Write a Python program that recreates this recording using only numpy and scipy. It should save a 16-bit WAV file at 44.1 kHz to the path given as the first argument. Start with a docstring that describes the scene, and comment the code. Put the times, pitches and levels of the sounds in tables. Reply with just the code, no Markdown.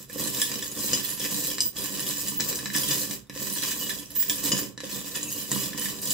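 """A small room, a cloth-covered table: a hand stirs small metal charms and beads round a glass bowl.
Two microphones hear tiny contacts fizz, as random clicks ringing the modes of glass and table; loose charms tick
with pitches of their own, beads tink and single charms snap free. Larger pieces knock on the wall, noise cracks
that leave decaying sines; the bowl bumps on the table; metal edges squeak on the glass, as unsteady tones.
Dense reflections and a low hush of filtered noise make the room."""
import sys
import numpy as np
from scipy import signal
from scipy.fft import rfft, irfft, next_fast_len
from scipy.io import wavfile
from scipy.ndimage import uniform_filter1d

SR = 44100
rng = np.random.default_rng(int(sys.argv[2]) if len(sys.argv) > 2 else 0)


def log_audio(samples):
    """Write samples as a 16-bit WAV file to the path given in sys.argv[1]."""
    # one column per channel
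    frames = np.atleast_2d(samples).T
    # limit to full scale, then quantise
    limited = np.clip(frames, -1, 1)
    pcm = np.round(limited * 32767).astype(np.int16)
    wavfile.write(sys.argv[1], SR, pcm)


N = 270377  # length [samples]
TAPS = 8192  # length of a response [samples]
HZ = np.fft.rfftfreq(TAPS, 1 / SR)
SIDES = np.array([[.5], [-.5]])  # share of a left-minus-right difference at each microphone
FULL_EFFORT_DB = -26  # reference level at which the hand's effort counts as full

# modes of the glass bowl, nominal:
# (frequency [Hz], width [Hz], height over the dry click [dB], left minus right [dB])
BOWL_MODES = [(1003.4, 34, 16, 0.5), (1127, 50, 12, 10), (1776, 97, 20, -8.5), (1905, 77, 13, -5.5),
              (2434, 360, 10, -2), (2993, 66, 12.5, -1), (3418, 99, 7, 13.5), (3825, 110, 7, -7),
              (4027, 32, 6, -18), (4700, 86, -3, 23), (5220, 81, 4.5, -3), (6020, 103, 2.5, 5),
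              (6850, 190, 2.5, -1), (7365, 75, 8.5, -13.5), (7830, 123, 8.5, 8.5), (8800, 150, 4, 7),
              (9210, 31, 4.5, -21), (9600, 58, 5.5, -9), (10930, 340, 12, 7), (11750, 160, 5, -6.5),
              (12340, 340, 15.5, 17)]
# modes of the table under the bowl:
# (frequency [Hz], width [Hz], height over the dry click [dB], left minus right [dB])
TABLE_MODES = [(140, 14, 12, -2.5), (203, 24.4, 11, -13), (228.5, 15.4, 12.5, 5.5), (291.6, 22, 15.5, -10),
               (394.2, 5.6, 18.5, 3), (503.3, 48.5, 12.5, 0.5)]
# lasting ring of the glass, nominal: (frequency [Hz], t60 [s], then the relative level [dB] when struck
# at the end, at the side, at the corner, at the base, at the rim)
GLASS_RING = [(1717, 0.085, -6.5, -30, -34, -5.5, -30), (2945, 0.058, -11, -3.5, -5, -7.5, -3.5),
              (3340, 0.069, 0, -32, -32, -11, -10), (3583, 0.043, 2.5, -35, -25, -11.5, -8),
              (3980, 0.037, -23, -29, -10, 1.5, -0.5), (4983, 0.082, -14, -3.5, 2, -30, -5.5),
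              (5230, 0.054, 1.5, -7.5, -8, -3.5, -11), (6030, 0.08, -7, -11.5, -2.5, -10, -15),
              (6840, 0.064, -8, -2, -24, -28, 0.5), (7260, 0.036, -9.5, -11, -18, -31, 2),
              (7700, 0.072, -2, -30, -5, -24, 1.5), (8830, 0.084, -30, -30, -5, -26, -9),
              (9820, 0.21, -15, -23, -19, -22, -7), (10890, 0.048, -7.5, -30, -26, -28, -14)]
# balance of the two microphones: (frequency [Hz], left minus right [dB]); single charms take half of it
MIC_BALANCE = [(50, 1.5), (150, -4.5), (300, 1), (900, -9.5), (1800, 0), (2800, -1.5), (5000, 2), (7200, 3),
               (8500, -8.5), (10200, -9), (13000, -22), (16000, 2.5)]


def amp(db):
    """Gain for a level in dB."""
    return 10 ** (np.asarray(db) / 20)


def evened(x):
    """The same signal at unit RMS level."""
    return x / np.sqrt(np.mean(x ** 2) + 1e-20)


def read(points, hz):
    """Value of a curve at hz, interpolated along a logarithmic frequency axis."""
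    f, value = np.transpose(points)
    return np.interp(np.log(hz + 1), np.log(f + 1), value)


def add(mix, s, sound):
    """Lay a sound into the mix at s seconds."""
    part = mix[:, max(round(s * SR), 0):][:, :sound.shape[-1]]
    part += sound[..., :part.shape[1]]


def through(x, response):
    """Sound x as heard through an impulse response at each microphone."""
    return signal.oaconvolve(np.atleast_2d(x), response, axes=1)[:, :N]


def wander(size, hz):
    """Smooth chance of unit size, whose changes fade out above about hz times a second."""
    f = np.fft.rfftfreq(size, 1 / SR)
    return evened(irfft(rfft(rng.standard_normal(size)) / (1 + (f / hz) ** 4), size))


def contacts(per_s, spread_db):
    """Random clicks of either sign; a positive spread makes many small and a few large."""
    size = amp(spread_db * np.minimum(rng.exponential(1, N), 4))
    happens = rng.random(N) < per_s / SR
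    return evened(size * rng.choice([-1, 1], N) * happens)


def bump(hz, octaves):
    """A smooth hill of height 1 on the frequency axis."""
    return np.exp(-(np.log2((HZ + 1) / hz) / octaves) ** 2)


def tint(size=170):
    """The uneven colour that one cluster or charm sends to each microphone, of unit spread."""
    ripple = rng.standard_normal((2, len(HZ)))
    smoother = uniform_filter1d(ripple, size, mode="wrap")
    return evened(uniform_filter1d(smoother, size // 2, mode="wrap"))


def hollows(hz):
    """Gain in dB of the bowl as a radiator: between its modes it passes less sound."""
    # (frequency [Hz], width [Hz], depth [dB])
    mode_gaps = [(2230, 420, -2.5), (4250, 180, -2.5), (5650, 280, -1.5), (6360, 220, -2)]
    return sum(db / (1 + (2 * (hz - f) / width) ** 2) for f, width, db in mode_gaps)


def body(colour, modes, extra_db=0., unlike_db=0., detune=0.):
    """Causal stereo response of unit energy: a dry click with resonances that vary with spot struck and load."""
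    spot_db = unlike_db * rng.uniform(-1, 1, (len(modes), 2, 1))
    shifts = 1 + detune * rng.uniform(-0.85, 1, len(modes))
    power = 1
    for (f, width, db, lean), spot, shift in zip(modes, spot_db, shifts):
        power = power + amp(db + spot + lean * SIDES) ** 2 / (1 + (2 * (HZ - f * shift) / width) ** 2)
    colour_db = read(colour, HZ) + read(MIC_BALANCE, HZ) * SIDES + hollows(HZ) + extra_db
    log_gain = np.log(np.sqrt(power) * amp(colour_db))
    # minimum phase: the Hilbert transform of the log gain gives the phase of a causal response
    circle = np.concatenate([log_gain, log_gain[:, -2:0:-1]], axis=1)
    response = np.fft.ifft(np.exp(np.conj(signal.hilbert(circle)))).real[:, :TAPS // 2]
    return response / np.sqrt(np.sum(response ** 2) / 2)


def rebounds(gap_s, keep, contact_s, count=5):
    """One blow and its ever weaker, mostly quicker rebounds, each a brief noisy crack; unit energy."""
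    t = np.arange(TAPS // 4) / SR
    waits = gap_s * .8 ** np.arange(count) * rng.uniform(.6, 1.4, count)
    shape = np.zeros(len(t))
    for k, s in enumerate(np.cumsum(waits) - waits):
        shape += np.clip(keep, 0, .9) ** k * (t >= s) * np.exp(-abs(t - s) / contact_s)
    noise = rng.standard_normal(len(t)) + .5 * rng.standard_normal((2, len(t)))
    cracks = shape * noise
    return cracks / np.linalg.norm(cracks, axis=1, keepdims=True)


def ping(hz, t60):
    """One small charm struck: two inharmonic partials, quickly damped."""
    t = np.arange(TAPS // 4) / SR
    overtone_hz = hz * rng.uniform(1.15, 1.7)
    tone = 0
    for f, db in ((hz, 0), (overtone_hz, -4)):
        level = amp(db - 60 * t / t60 + read(MIC_BALANCE, f) * SIDES / 2)
        tone = tone + level * np.sin(2 * np.pi * (f * t + SIDES * rng.uniform(-.6, .6)))
    return tone


def ring(modes, rise_s=0.003):
    """The glass rings on after a blow; each mode reaches the microphones with its own phase."""
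    t = np.arange(TAPS) / SR
    tones = 0
    for hz, t60, db in modes:
        level = amp(db - 60 * t / t60 + read(MIC_BALANCE, hz) * SIDES)
        cycles = hz * t + rng.random() + SIDES * rng.uniform(-.3, .3)
        tones = tones + level * np.sin(2 * np.pi * cycles)
    return np.minimum(t / rise_s, 1) * tones


def stroke(start, length, rise_s, settle_db_per_s, sag_db_per_s=0):
    """Gain of one movement: the charms get going, keep moving while pushed, then settle."""
    t = np.maximum(np.arange(N) / SR - start, 0)
    fall_db = sag_db_per_s * t + settle_db_per_s * np.maximum(t - length, 0)
    return np.minimum(t / rise_s, 1) * amp(-fall_db)


def hand(follow=1, scraping=0, bearing=0):
    """Gain over time of a layer that follows the hand's effort, scraping and bearing down by the given amounts."""
    # sweeps round the bowl, with a short rest between them: (start [s], length [s], relative level [dB])
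    sweep_list = [(-.1, 0.086, -36), (0.07, 1.582, -43), (1.719, 1.34, -41.5), (3.309, 0.66, -40.5),
                  (4.041, 0.626, -46), (4.808, 1.19, -43)]
    # fingers shoving the heap during a sweep: (start [s], length [s], relative level [dB],
    # scraping on the glass [dB, scaled by scraping], bearing down on the table [dB, scaled by bearing])
    shove_list = [(0.168, 0.11, -33, -1.5, 2), (0.327, 0.11, -32, -0.5, -4.5), (0.475, 0.11, -38.5, 1, 1.5),
                  (0.65, 0.023, -41, -18, -18), (0.754, 0.17, -33, -1.5, 0.5), (0.88, 0.094, -34.5, 1, 2.5),
                  (0.978, 0.15, -39, 0.5, -15), (1.185, 0.063, -34, 0.5, -2),
                  (1.283, 0.23, -30.5, -1.5, -3), (1.752, 0.11, -35, 0, 0.5), (1.93, 0.1, -37, 0.5, -1.5),
                  (2.05, 0.055, -30.5, -0.5, -4.5), (2.13, 0.19, -36.5, -2, -9),
                  (2.383, 0.17, -33.5, -3, 2), (2.729, 0.22, -31, 0, -2.5), (2.883, 0.16, -30, -1.5, -0.5),
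                  (3.074, 0.046, -37, -0.5, 1), (3.378, 0.22, -36.5, -1.5, -6),
                  (3.537, 0.18, -33.5, 0.5, -9), (3.747, 0.14, -37, -3, 0), (3.964, 0.034, -41, 1, -1),
                  (4.148, 0.097, -40.5, -0.5, -11), (4.286, 0.32, -37, -0.5, -0.5),
                  (4.425, 0.07, -31, -1, 2), (4.487, 0.14, -38.5, 0.5, 7), (4.821, 0.025, -52, 4.5, 14.5),
                  (4.897, 0.071, -36.5, -1, 1), (5.14, 0.025, -39.5, 2.5, 3.5),
                  (5.257, 0.16, -36.5, -5, -7), (5.496, 0.15, -34, -1, 6.5),
                  (5.77, 0.12, -33.5, -0.5, -1.5), (6.008, 0.15, -31.5, -2.5, -3)]
    moves = []
    for s, length, db in sweep_list:
        moves.append(amp(db - FULL_EFFORT_DB) * stroke(s, length, rise_s=0.093, settle_db_per_s=350))
    for s, length, db, scrape_db, down_db in shove_list:
        shape = stroke(s, length, rise_s=0.017, settle_db_per_s=225, sag_db_per_s=9.5)
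        moves.append(amp(db - FULL_EFFORT_DB + scraping * scrape_db + bearing * down_db) * shape)
    return amp(FULL_EFFORT_DB) * np.linalg.norm(moves, axis=0) ** follow


def hush(level_db=-56, apart=0.065):
    """The low, steady air of the room: coloured noise, almost the same at both microphones."""
    # (frequency [Hz], relative level per Hz [dB])
    air_colour = [(15, -36), (50, -3), (90, -16.5), (130, 2.5), (250, -83), (600, -30), (2000, -32),
                  (8000, -67), (16000, -58)]
    hz = np.fft.rfftfreq(N, 1 / SR)
    noise = rng.standard_normal(N) + apart * rng.standard_normal((2, N))
    gain = amp(read(air_colour, hz) + read(MIC_BALANCE, hz) * SIDES)
    return amp(level_db) * evened(irfft(rfft(noise) * gain, N))


def heap(count=10):
    """Clusters across the bowl slip in turn, each with its own colour and path; together they shake the table."""
    # dry contacts sliding, pressed on the glass, and pushed on the table:
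    # (frequency [Hz], relative level per Hz [dB])
    slide_colour = [(1500, -102), (4000, 10.5), (7000, 17.5), (8500, 13), (10200, 3.5), (12500, 2.5),
                    (14800, 21.5), (15700, 13.5)]
    press_colour = [(350, -46), (750, -13), (1050, -9.5), (1400, -14), (2200, -14), (3000, -4),
                    (4300, -7.5), (4900, 1.5), (6200, 1.5), (7200, 1.5), (8400, -8), (11000, -16),
                    (16000, -26)]
    push_colour = [(30, -20.5), (60, -5), (100, -9), (135, -4), (240, -3.5), (340, -4.5), (450, -6),
                   (620, -8), (800, -19.5), (1100, -15), (1800, -29.5), (5000, -76)]
    slips, out = wander(N, hz=45), np.zeros((2, N))
    avalanche = amp(1.1 * slips)
    sliding = hand() * avalanche * amp(0.3)
    pressing = hand(follow=0.96, scraping=3.4) * avalanche * amp(-3.5)
    for lag in np.arange(count) % 5 - 2:
        turn = evened(amp(5 * wander(next_fast_len(N), hz=22)[:N])) / np.sqrt(count)
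        slide = contacts(per_s=420, spread_db=2.6) * sliding * turn
        press = contacts(per_s=130, spread_db=2.4) * pressing * turn
        for taps, colour in (slide, slide_colour), (press, press_colour):
            glass = body(colour, BOWL_MODES, extra_db=2 * tint(), unlike_db=5, detune=.016)
            # the lag between the microphones, in samples, places the cluster
            out += through([np.roll(taps, lag), taps], glass)
    bearing_down = hand(follow=0.69, scraping=0.56, bearing=0.98)
    push = contacts(per_s=450, spread_db=-2.5) * bearing_down * avalanche * amp(-8.5)
    # the push also stirs the lowest modes of the glass
    return out + through(push, body(push_colour, TABLE_MODES + BOWL_MODES[:4]))


def charms(per_s=230, low_hz=3200, high_hz=13000, level_db=-5.0, count=48):
    """Loose charms tumble, more often and harder as the hand pushes; each has its own tick, rebound and
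    pitch, quickly damped by its neighbours."""
    # (frequency [Hz], relative level per Hz [dB])
    tick_colour = [(300, -40), (2000, -24), (4000, 3), (7000, -14), (9000, 8), (12000, -0.5), (15000, 3)]
    out, owner = np.zeros((2, N)), rng.integers(0, count, N)
    effort = hand(scraping=0.67) / amp(FULL_EFFORT_DB)
    hits = contacts(per_s * effort, spread_db=3.2) * np.sqrt(effort)
    for k in range(count):
        hz = low_hz * (high_hz / low_hz) ** ((k + rng.random()) / count)
        tone = ping(hz, rng.uniform(.012, .045))
        blow = rebounds(gap_s=.004, keep=.45, contact_s=.0003)
        tick = through(blow, body(tick_colour, BOWL_MODES, extra_db=3 * tint(), unlike_db=7))
        dry_part = tick[:, :tone.shape[1]] / np.linalg.norm(tick)
        pitched_part = amp(hollows(hz)) * tone / np.linalg.norm(tone)
        out += through(hits * (owner == k), dry_part + pitched_part)
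    return evened(out) * np.sqrt(np.mean(effort ** 2)) * amp(FULL_EFFORT_DB + level_db)


def tinks(per_s=55, level_db=-9.5, count=20):
    """Beads touch the wall lightly, each at a spot that picks out a few of the glass's modes."""
    out, spot = np.zeros((2, N)), rng.integers(0, count, N)
    hits = contacts(per_s, spread_db=2.6)
    for k in range(count):
        modes = []
        for hz, t60, *_ in GLASS_RING[1:-3]:
            # slightly detuned, shorter than after a knock
            modes.append((hz * rng.uniform(.988, 1.012), .7 * t60, rng.uniform(-30, 0)))
        out += through(hits * (spot == k), evened(ring(modes, rise_s=.0002)))
    return evened(out) * hand(scraping=2.0) * amp(level_db)


def bumps(level_db=27, hollow_hz=515, hollow_width_hz=30, hollow_height_db=11):
    """The shifting heap rocks the bowl, which thuds through the cloth into the table and sounds its lowest modes."""
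    # (time [s], relative level [dB], hollow middle tone [dB, halved for its resonance])
    bump_list = [(0.098, -47, 9), (0.159, -35, 7), (0.201, -33, 2), (0.228, -36, 5), (.262, -42, -6),
                 (0.515, -44, 12), (0.584, -45, 7), (0.797, -40, -16), (0.844, -39, -4), (0.887, -42, 4),
                 (0.932, -33, 5), (.955, -41, -2), (1.202, -47, 2), (1.322, -35.5, -14), (1.482, -44, 15),
                 (1.797, -37, -6), (2.072, -46, -12), (2.321, -37.5, -11), (2.401, -37, -11),
                 (2.433, -40, -9), (2.513, -41, 2), (2.631, -38, -8), (2.66, -40, -9), (2.755, -32, -10),
                 (2.782, -37.5, -8), (2.909, -37.5, -2), (2.941, -41, -3), (3.015, -41, 20),
                 (3.093, -40, -9), (3.297, -40, -2), (3.361, -39, 8), (3.42, -35.5, -4), (3.673, -40, 3),
                 (3.892, -43, -17), (3.93, -42.5, -4), (4.311, -38.5, -31), (4.52, -30.5, 1),
                 (4.534, -28, -3), (4.592, -49, 2), (4.777, -45, 2), (4.804, -43.5, -2), (4.834, -38.5, 15),
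                 (4.888, -55, -3), (4.949, -41.5, -1), (5.228, -46, -2), (5.516, -30.5, -4),
                 (5.562, -28, -15), (5.631, -40, 7), (5.747, -37.5, -15), (6.075, -44, -15)]
    # (frequency [Hz], relative level per Hz [dB])
    thud_colour = [(40, -34), (105, -4), (135, 1), (170, -2.5), (240, -1), (330, -3.5), (550, -4.5),
                   (750, -15.5), (1000, -10.5), (1400, -17), (2500, -59.5)]
    out = np.zeros((2, N))
    for s, db, hollow_db in bump_list:
        hollow_mode = (hollow_hz, hollow_width_hz, hollow_height_db + hollow_db / 2, 0)
        modes = TABLE_MODES + BOWL_MODES[:2] + [hollow_mode]
        thud = body(thud_colour, modes, hollow_db * bump(hollow_hz, octaves=0.46))
        add(out, s, amp(db + level_db) * thud)
    return out


def knocks(piece_db=19, piece_width_hz=190, clink_db=7.5, ring_db=-18.0, clack_hz=1780):
    """A larger piece cracks against the wall and rebounds; the spot struck decides which modes ring on."""
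    # (time [s], relative level [dB], spot struck, low clack of the glass [dB], treble [dB], relative ring [dB])
    knock_list = [(0.0984, -23.5, "base", 15, 13, -10), (0.1984, -16, "rim", -3, 0, -12),
                  (0.273, -9, "rim", 4, 12, -9), (0.4166, -5, "end", 3, 10, 1.5),
                  (0.4515, -16, "rim", -12, 16, -5), (0.5166, -12.5, "side", 0, -5, -10),
                  (0.625, -16, "end", 6, 6, 1), (0.932, -3.5, "side", -8, -29, 5),
                  (0.9343, -17, "rim", -10, -12, -9), (0.949, -11, "corner", -8, -15, -3),
                  (1.103, -14.5, "rim", 1, 14, -4), (1.2018, -21, "end", 6, 5, 4.5),
                  (1.531, -15, "side", -7, -3, 0), (1.5833, -11.5, "base", -0.5, -13, -13),
                  (1.6053, -2, "corner", -18, -2, -4.5), (1.6203, -11, "corner", -14, -6, -6),
                  (2.284, -9.5, "rim", -10, 14, -6.5), (2.3994, -12, "base", 3, -10, -1),
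                  (2.4061, -7.5, "base", -2, -9, 1), (2.5283, -14, "base", -4, -28, -1.5),
                  (2.5563, -12, "corner", -13, -7, -7), (2.5881, -17.5, "base", 2.5, 0, 4.5),
                  (2.6582, -11.5, "base", 7, -16, -9), (2.701, -19.5, "base", 14, -13, 3),
                  (2.75, -12, "end", 11, 7, 3), (2.763, -6, "corner", 7, 11, -5),
                  (2.9096, -10, "corner", 5.5, -12, -1), (2.916, -11, "side", 5, -8, -4),
                  (3.1103, -12.5, "base", -6.5, 3, -14), (3.2971, -20, "base", 8, 0, -3),
                  (3.362, -22, "base", 7, 4, -11), (3.628, -17, "base", 5, 3, 3),
                  (3.643, -21, "corner", -6, 2, 1), (3.7175, -17.5, "side", 12, -2, -9),
                  (3.894, -15.5, "base", 8, 5, 8), (3.903, -15, "end", 10, -10, 2),
                  (4.159, -20, "base", 3, 9, 1), (4.201, -17.5, "rim", 0, 10, -2),
                  (4.2254, -14, "end", 3, 5, -5.5), (4.297, -4, "end", -7, 7, -0.5),
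                  (4.5184, -4, "side", -1, -28, 6), (4.523, -16, "corner", -1, -20, -5),
                  (4.777, -19.5, "base", 4, -16, 0), (4.8041, -17.5, "base", 1, -4.5, -3),
                  (4.8383, -25, "end", 20, -2, 5), (5.2297, -13.5, "rim", -11, 2, -2),
                  (5.516, -3.5, "rim", 3, 6, -12), (5.6331, -16, "rim", 2, 6, -3),
                  (5.7318, -22, "base", 13, -3, -5), (5.8185, -17, "base", 20, 14, -13),
                  (5.8565, -13.5, "end", 9, -1, -7.5), (6.1042, -13.5, "rim", -5, -6, 8)]
    # spots on the bowl, in the order of the ring levels: (name)
    spot_names = ["end", "side", "corner", "base", "rim"]
    # (frequency [Hz], relative level per Hz [dB])
    clink_colour = [(200, 2.5), (700, -7), (1400, -6), (2300, -2), (3300, -6.5), (5000, 1.5), (7500, 7.5),
                    (9000, -2), (16000, -14.5)]
    out = np.zeros((2, N))
    treble = np.clip((HZ - 7800) / 2500, 0, 1)
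    for s, db, spot, clack_db, high_db, lasting_db in knock_list:
        modes = [(hz, t60, levels[spot_names.index(spot)]) for hz, t60, *levels in GLASS_RING]
        blow = rebounds(gap_s=.0042, keep=.42, contact_s=.0011)
        colour_db = bump(clack_hz, octaves=0.58) * clack_db + treble * high_db
        # while the piece still touches the wall, the modes are damped and broad
        damped = [(hz, piece_width_hz, piece_db + mode_db, 0) for hz, _, mode_db in modes]
        clink = through(blow, body(clink_colour, BOWL_MODES + damped, colour_db))
        add(out, s, amp(db + clink_db) * clink)
        add(out, s, amp(db + ring_db + lasting_db) * ring(modes))
    return out


def clicks(level_db=-2, t60=0.017):
    """Single charms snap free of the heap, each a short two-partial ping."""
    # (time [s], relative level [dB], pitch [Hz])
    click_list = [(0.6793, -24.5, 6600), (0.809, -22, 7440), (0.863, -22, 6700), (1.057, -27, 7620),
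                  (1.6556, -22.5, 8910), (2.1819, -21.5, 7100), (2.2994, -25, 8930), (2.4486, -25, 7600),
                  (3.0194, -32, 4960), (3.9894, -34, 5130), (4.0582, -33.5, 5800), (4.152, -25, 9500),
                  (4.4573, -23, 7200), (4.579, -18.5, 6800), (5.1602, -27, 6740), (5.7965, -20, 9800),
                  (6.056, -20, 7200)]
    out = np.zeros((2, N))
    for s, db, hz in click_list:
        add(out, s, amp(db + level_db) * ping(hz, t60))
    return out


def squeaks(level_db=-1):
    """Stick and slip holds one mode singing, unevenly, while a metal edge drags on the glass."""
    # (time [s], length [s], pitch [Hz], relative level [dB], unsteadiness of the pitch [Hz])
    squeak_list = [(1.027, 0.029, 14300, -37, 70), (1.095, 0.054, 10400, -47, 50),
                   (1.1, 0.11, 11300, -51, 58), (1.655, 0.017, 15260, -24, 97),
                   (2.27, 0.13, 13900, -49, 160), (2.57, 0.031, 9400, -46, 40),
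                   (2.366, .028, 15650, -30, 70), (3.786, 0.066, 14000, -41, 110),
                   (3.8, 0.086, 2944, -41, 14), (1.61, 0.041, 13720, -44, 50),
                   (4.153, 0.026, 14200, -33, 90), (4.172, 0.06, 15400, -23, 31),
                   (4.195, 0.016, 15000, -24, 30), (4.28, 0.024, 15100, -27, 81),
                   (4.595, 0.026, 15220, -38, 50), (5.235, 0.068, 2690, -49, 130),
                   (5.305, 0.087, 2910, -50, 150), (5.37, .075, 3020, -50, 120),
                   (5.532, 0.106, 2917, -46.5, 25), (5.776, 0.066, 2994, -44, 39),
                   (5.281, 0.021, 6640, -38, 62)]
    out = np.zeros((2, N))
    for s, length, hz, db, waver_hz in squeak_list:
        size = int(length * SR)
        pitch = hz + waver_hz * wander(TAPS, hz=245)[:size]
        grip = amp(3 * wander(TAPS, hz=150)[:size]) * signal.windows.tukey(len(pitch), .3)
        tone = evened(grip * np.sin(2 * np.pi * np.cumsum(pitch) / SR))
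        add(out, s, tone * amp(db + level_db + read(MIC_BALANCE, hz) * SIDES))
    return out


def room(x, gap_s=0.0044):
    """Direct sound, a sample earlier at the right microphone, and dense reflections that die band by band."""
    # (frequency [Hz], time to fall by 70 dB [s])
    decay_times = [(150, 0.45), (500, 0.27), (1300, 0.15), (3500, 0.27), (9000, 0.23), (15000, 0.14)]
    # (frequency [Hz], tail against the direct sound [dB])
    tail_levels = [(150, 1), (600, -5.5), (2000, 3), (6000, -2.5), (14000, 2.5)]
    size = SR // 2
    arrives = (rng.random((2, size)) < .12) * (np.arange(size) > gap_s * SR)
    taps = rng.choice([-1., 1.], (2, size)) * arrives
    hz, t, z = signal.stft(taps, SR, nperseg=256)
    decay = 0.00032 ** (t / read(decay_times, hz)[:, None])  # 0.00032 is -70 dB
    decay *= amp(read(tail_levels, hz))[:, None] / np.sqrt(np.mean(decay ** 2, axis=1, keepdims=True))
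    tail = signal.istft(z * decay, SR, nperseg=256)[1] / np.linalg.norm(taps[0])
    direct = np.array([np.roll(x[0], 1), x[1]])
    return direct + through(x, tail)


def scene():
    """The stirred bowl heard in the room, over the room's hush."""
    stirring = heap() + charms() + tinks()
    strikes = bumps() + knocks() + clicks()
    return room(stirring + strikes + squeaks()) + hush()


def record(dry, edge_hz=15780):
    """The recorder's bass roll-off and band limit."""
    dry = signal.sosfilt(signal.butter(2, 38, "highpass", fs=SR, output="sos"), dry)
    band_limit = signal.firwin(1023, edge_hz, window=("kaiser", 9), fs=SR)
    return signal.oaconvolve(dry, band_limit[None], "same")


dry = scene()
out = record(dry)
log_audio(out)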